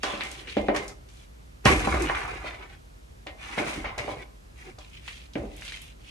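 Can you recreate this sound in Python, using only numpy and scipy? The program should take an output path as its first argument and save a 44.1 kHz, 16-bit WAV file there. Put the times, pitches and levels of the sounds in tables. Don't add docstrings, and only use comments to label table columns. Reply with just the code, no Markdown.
import sys
import numpy as np
from scipy import signal
from scipy.fft import rfft, irfft, next_fast_len
from scipy.io import wavfile
from scipy.ndimage import uniform_filter1d, map_coordinates

SR = 44100
rng = np.random.default_rng(int(sys.argv[2]) if len(sys.argv) > 2 else 0)


def wav_out(sig):
    wavfile.write(sys.argv[1], SR, np.round(np.clip(np.atleast_2d(sig).T, -1, 1) * 32767).astype(np.int16))


N = 269208


def soil():
    # (start [s], rise [s], length [s], grit level [dB], sag [dB/s], dust re grit [dB])
    pours = [(.028, .012, 0.19, -37, 59, -8.5), (.22, .03, 0.19, -46, 25, -4.5),
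             (.46, 0.038, 0.13, -46.5, 27, -9.5), (.57, 0.0089, 0.131, -53, 20, -10),
             (1.08, 0.0086, 0.16, -68.5, -14, 2.5), (3.64, 0.037, .17, -53, 47, 4.5),
             (4.06, 0.025, 0.082, -56.5, 36, 0), (4.79, 0.017, 0.19, -61, 7, -4.5),
             (4.92, 0.015, 0.21, -58, 22, -12), (5.04, 0.04, 0.22, -44.5, 78, -6.5),
             (5.55, 0.12, .35, -45.5, 59, -4), (6.0, 0.06, 0.24, -58.5, 11, -5)]
    # (start [s], rise [s], length [s], grit level [dB], sag [dB/s],
    # dust re grit [dB], walls re grit [dB], scrape re grit [dB])
    digs = [(.21, 0.011, 0.41, -58, -6.5, -14, 3, -15), (.74, 0.0087, 0.17, -46, 67, -3.5, 5.5, 3.5),
            (1.652, 0.0064, .17, -27.5, 70, -4.5, 3.5, -0.5), (1.8, 0.058, 0.26, -39.5, 20, -4, 8, 4.5),
            (2.07, 0.02, 0.39, -39.5, 35, -9, 0, 3.5), (2.43, .03, 0.13, -46, 26, -13, -8, -5),
            (2.57, 0.028, 0.079, -54, 13, -18.5, 2.5, 3), (2.69, 0.0067, 0.042, -52.5, 14, -16, -8, -6.5),
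            (3.39, 0.038, 0.203, -47, -20, -7, -10, -3), (3.57, 0.015, 0.266, -41.5, 30, -6.5, 1.5, -1.5),
            (3.84, 0.0083, 0.11, -44, 77, -21, -3, -15), (3.98, 0.01, 0.25, -44, 40, -11, 1.5, -12.5),
            (4.56, 0.019, 0.071, -58.5, 5, -2.5, -10, -9), (4.63, 0.027, 0.064, -54, 23, -5.5, 3.5, -2),
            (5.36, 0.01, 0.1, -58.5, 41, -4, 17, 1)]
    # (frequency [Hz], relative level [dB])
    free_spectrum = [(710, -57), (1200, -19), (1860, -2), (2320, 6), (3430, 3.5), (6000, -14), (7800, -20),
                     (13200, -120)]
    # (frequency [Hz], relative level [dB])
    muffled_spectrum = [(880, -24), (1500, -8), (2260, 1.5), (2760, -6.5), (6000, -23.5), (7800, -47),
                        (13200, -120)]
    # (frequency [Hz], relative level [dB])
    wall_spectrum = [(59, -61), (100, 8.5), (177, -5.5), (390, 3.5), (509, -1), (900, -35.5), (1170, -22),
                     (1980, -120)]
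    # (frequency [Hz], relative level [dB])
    scrape_spectrum = [(440, -32), (750, 6), (884, -1), (1170, 3.5), (2000, -7.5), (2600, -6.5),
                       (4400, -120)]
    # (frequency [Hz], relative level [dB])
    dust_spectrum = [(2350, -1.5), (4000, -1), (5060, -1.5), (6650, 0), (10300, -6), (11900, -11.5),
                     (13500, -44)]

    falling, falling_dust = strokes(pours)
    buried, buried_dust, shaking, scraping = strokes(digs)
    free_grit = falling * patchy(crumbs(700, 4.2, 0.03, free_spectrum), depth_db=4)
    muffled_grit = buried * patchy(crumbs(900, 3.2, 0.045, muffled_spectrum), depth_db=4.5)
    walls = shaking * patchy(crumbs(400, 2.4, 0.07, wall_spectrum), depth_db=4.5)
    scrape = scraping * patchy(crumbs(600, 3, 0.05, scrape_spectrum), depth_db=3.5)
    dust_gain = np.hypot(falling_dust, buried_dust)
    dust = dust_gain * patchy(crumbs(2000, 3.5, 0.03, dust_spectrum), depth_db=1.0)
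    clumps = amp(1.4 * wobble(25))
    return clumps * (free_grit + muffled_grit + walls + scrape + dust)


def strokes(table):
    rise_db, stop_db_per_s = 13.5, 329
    start, rise, length, db, sag, *layers_db = np.transpose(table)[..., None]
    t = np.arange(N) / SR - start
    rising = rise_db * np.minimum(t / np.maximum(rise, .002) - 1, 0)
    sagging = sag * np.clip(t - rise, 0, length)
    stopping = stop_db_per_s * np.maximum(t - length, 0)
    power = amp(2 * (db + rising - sagging - stopping))
    return [np.sqrt((power * amp(2 * re_db)).sum(axis=0)) for re_db in [0, *layers_db]]


def crumbs(rate, spread_db, blur_s, spectrum, count=8):
    size = np.minimum(rng.exponential(size=N), 3.5)
    struck = rng.random(N) < rate / SR
    hits = struck * amp(spread_db * size) * rng.standard_normal(N)
    places = hits * (rng.integers(count, size=N) == np.arange(count)[:, None])
    t = np.arange(SR // 8) / SR
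    smear = amp(-60 * t / blur_s) * rng.standard_normal((2, count, len(t)))
    m = next_fast_len(N + len(t))
    smeared = (rfft(places, m) * rfft(smear, m)).sum(axis=1)
    pair = unit(irfft(smeared, m)[:, :N])
    pair = pair + .6 * rng.standard_normal((2, N))
    return unit(shaped(pair, spectrum))


def patchy(x, depth_db):
    z = signal.stft(x, nperseg=2048)[2]
    field = rng.standard_normal(z.shape)
    field = uniform_filter1d(field, size=3, axis=-2)
    field = uniform_filter1d(field, size=5, axis=-1)
    return signal.istft(z * amp(depth_db * unit(field)), nperseg=2048)[1][..., :x.shape[-1]]


def wobble(rate):
    knots = rng.standard_normal(int(N * rate / SR) + 4)
    return map_coordinates(knots, [np.arange(N) * rate / SR])


def hollow_thuds():
    # (time [s], level [dB], lowest frequency [Hz], highest frequency [Hz], wash fade by 60 dB [s])
    thuds = [(.035, -19.5, 327, 1750, 0.92), (.135, -27.5, 200, 600, 0.55), (.5675, -12.5, 290, 620, 0.4),
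             (.685, -13, 280, 750, 0.46), (1.656, -8.5, 112, 1350, 0.4), (1.729, -16, 90, 476, 0.38),
             (1.873, -12.5, 120, 1360, 0.13), (1.942, -15, 117.6, 1860, 0.23),
             (2.096, -17.5, 550, 1390, 0.31), (2.442, -31.5, 520, 920, 0.58),
             (3.265, -35.5, 400, 860, 0.49), (3.577, -22, 207, 874, 0.79), (3.774, -25.5, 110, 418, 0.3),
             (3.843, -27.5, 700, 1460, .55), (3.978, -29.5, 480, 1030, 0.65), (4.079, -25, 375, 960, 0.45),
             (4.784, -40.5, 494, 1440, 0.23), (5.355, -21.5, 189, 583, 0.51),
             (5.436, -36.5, 243, 724, 0.84)]
    # (frequency [Hz], width [Hz], level [dB])
    hollow = [(205.5, 10.5, -6), (311, 17, -0.5), (400, 4.4, -9), (586, 52, -2.5), (788.7, 32, -7.5),
              (1015, 27, -1.5), (1214, 130, -20.5), (1440, 17, -40)]
    return blows(thuds, hollow, push=1.69, rise_s=0.00084, contact_s=0.0028, ring_db=12.5, wash_db=-6)


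def cup_ticks():
    # (time [s], level [dB], pitch [Hz])
    ticks = [(0.0335, -18, 2030), (.1354, -28, 2450), (0.2078, -21, 2590), (0.473, -32, 2280),
             (0.4973, -28, 3300), (0.569, -24, 2460), (0.6844, -17.5, 2010), (.7619, -22, 2420),
             (1.6571, -8, 2330), (2.0714, -25.5, 2270), (2.0976, -15, 1830), (2.1493, -19, 1990),
             (3.269, -29.5, 2740), (3.5808, -21.5, 2610), (3.8464, -30.5, 2220), (3.9813, -28, 2600),
             (4.2243, -43.5, 2900), (5.0796, -27.5, 2400), (5.355, -25.5, 2160), (5.621, -29, 2800),
             (5.6794, -29, 3500), (5.7215, -28, 3056), (5.772, -32, 3240)]
    # (frequency [Hz], width [Hz], level [dB])
    cup = [(1857, 13, 6), (2094, 6.7, 17), (2355, 62, 1.5), (2480, 6.7, -2), (2902, 13.5, 6),
           (3050, 35, -45), (3280, 20, -27)]
    bands = [(s, db, 0.63 * hz, 1.2 * hz, .2) for s, db, hz in ticks]
    return blows(bands, cup, push=0.21, rise_s=.001, contact_s=0.0072, ring_db=-2.0, wash_db=-12.5)


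def grain_snaps():
    # (time [s], level [dB], pitch [Hz])
    snaps = [(0.032, -23.5, 4400), (0.2352, -32.5, 6370), (0.315, -30.5, 6850), (0.7623, -26, 5300),
             (0.8805, -29.5, 5800), (1.088, -46.5, 5100), (1.171, -49, 4690), (1.654, -16, 5260),
             (2.021, -26.5, 6940), (3.267, -44.5, 5840), (3.9803, -30.5, 5220), (4.7865, -38, 4860),
             (5.135, -44, 4160), (5.3347, -39, 4260), (5.5653, -42, 9140), (5.8182, -36, 10300)]
    bands = [(s, db, 1.39 * hz, 0.96 * hz, .2) for s, db, hz in snaps]
    return blows(bands, (), push=0, rise_s=0.0013, contact_s=0.017, ring_db=0, wash_db=-10.5)


def blows(table, modes, push, rise_s, contact_s, ring_db, wash_db):
    out = np.zeros((2, N + SR))
    t = np.arange(SR // 2) / SR
    rise = 1 - np.exp(-t / max(rise_s, 1e-5))
    for s, db, low_hz, high_hz, t60 in table:
        noise = rng.standard_normal((3, len(t)))
        blow = amp(-60 * t / contact_s) * (push + noise[2]) * [[1], [.7]]
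        wash = amp(wash_db - 60 * t / np.clip(t60, .02, 2)) * rise * noise[:2]
        sound = filtered(blow + wash,
                         lambda f: band(low_hz, high_hz, f) * (1 + amp(ring_db) * ringing(modes, f)))
        at = round(s * SR)
        out[:, at:at + len(t)] += amp(db) * sound / abs(sound[0]).max()
    return out[:, :N]


def ringing(modes, hz):
    return sum((-1) ** k * amp(db) * 1j * hz * w / (c * c - hz * hz + 1j * hz * w)
               for k, (c, w, db) in enumerate(modes))


def band(low_hz, high_hz, f):
    turn = lambda u: 1 / (1 - u * u + 1.1j * u)
    return turn(f / high_hz) ** 2 * (f / low_hz) ** 2 * turn(f / low_hz)


def table_rumble():
    # (frequency [Hz], relative level [dB])
    rumble_spectrum = [(13, -1), (22, -8), (30, -38), (43, 11), (60, 10), (92, -14), (108, -13.5),
                       (130, -13.5), (170, -28), (290, -120)]
    # (time [s], level [dB])
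    booms = [(.57, -33.5), (.7, -44), (1.655, -21), (1.9, -23.5), (2.3, -37), (3.76, -33.5), (5.37, -35)]
    rumble_db = -45
    rise_s, hold_s, t60_s = 0.016, 0.027, 1

    noise = unit(shaped(rng.standard_normal((2, N)), rumble_spectrum))
    power = uniform_filter1d(noise ** 2, SR // 10)
    evened = noise / np.sqrt(abs(power) + 0.033)
    s, db = np.transpose(booms)[..., None]
    t = np.arange(N) / SR - s
    fading = 60 * np.maximum(t - rise_s - hold_s, 0) / t60_s
    pushes = np.clip(t / rise_s, 0, 1) * amp(db - fading)
    return np.sqrt(amp(2 * rumble_db) + (pushes ** 2).sum(axis=0)) * unit(evened)


def air_hiss():
    # (frequency [Hz], relative level [dB])
    air_spectrum = [(59, -23), (100, 1), (205, -9.5), (561, -19.5), (647, -21.5), (717, -23.5),
                    (1470, -26.5), (6860, -31), (13500, -38)]
    return amp(-55.5) * unit(shaped(rng.standard_normal((2, N)), air_spectrum))


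def spread(paths, wide):
    side = filtered(paths[1], lambda hz: 1j * amp(along(wide, hz)))
    return np.array([paths[0] + side, paths[0] - side])


def amp(db):
    return 10 ** (np.asarray(db) / 20)


def unit(x):
    return x / np.sqrt(np.mean(x ** 2) + 1e-20)


def along(points, hz):
    f, v = np.transpose(points)
    return np.interp(np.log(hz + 1), np.log(f + 1), v)


def filtered(x, response):
    n = x.shape[-1]
    m = next_fast_len(n + 8192)
    return irfft(rfft(x, m) * response(np.fft.rfftfreq(m, 1 / SR)), m)[..., :n]


def shaped(x, spectrum):
    return filtered(x, lambda hz: amp(along(spectrum, hz)))


def scene():
    # (frequency [Hz], opposed part re shared part [dB])
    near_wide = [(60, -57), (130, -10.5), (290, -11), (630, -1), (1390, -1), (3040, 0.5), (6660, -2),
                 (14600, -0.5)]
    # (frequency [Hz], opposed part re shared part [dB])
    room_wide = [(60, -25.5), (150, -6), (370, 3.5), (940, 8.5), (2340, 4), (5840, -3.5), (14600, -3)]
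    near = soil() + cup_ticks() + grain_snaps() + hollow_thuds()
    room = table_rumble() + air_hiss()
    pair = spread(near, near_wide) + spread(room, room_wide)
    return pair * amp([[-.3], [.3]])


def record(dry):
    top_hz, bass_hz = 13100, 34
    return filtered(dry, lambda hz: (hz < top_hz) * (1j * hz / (bass_hz + 1j * hz)) ** 3)


dry = scene()
out = record(dry)
wav_out(out)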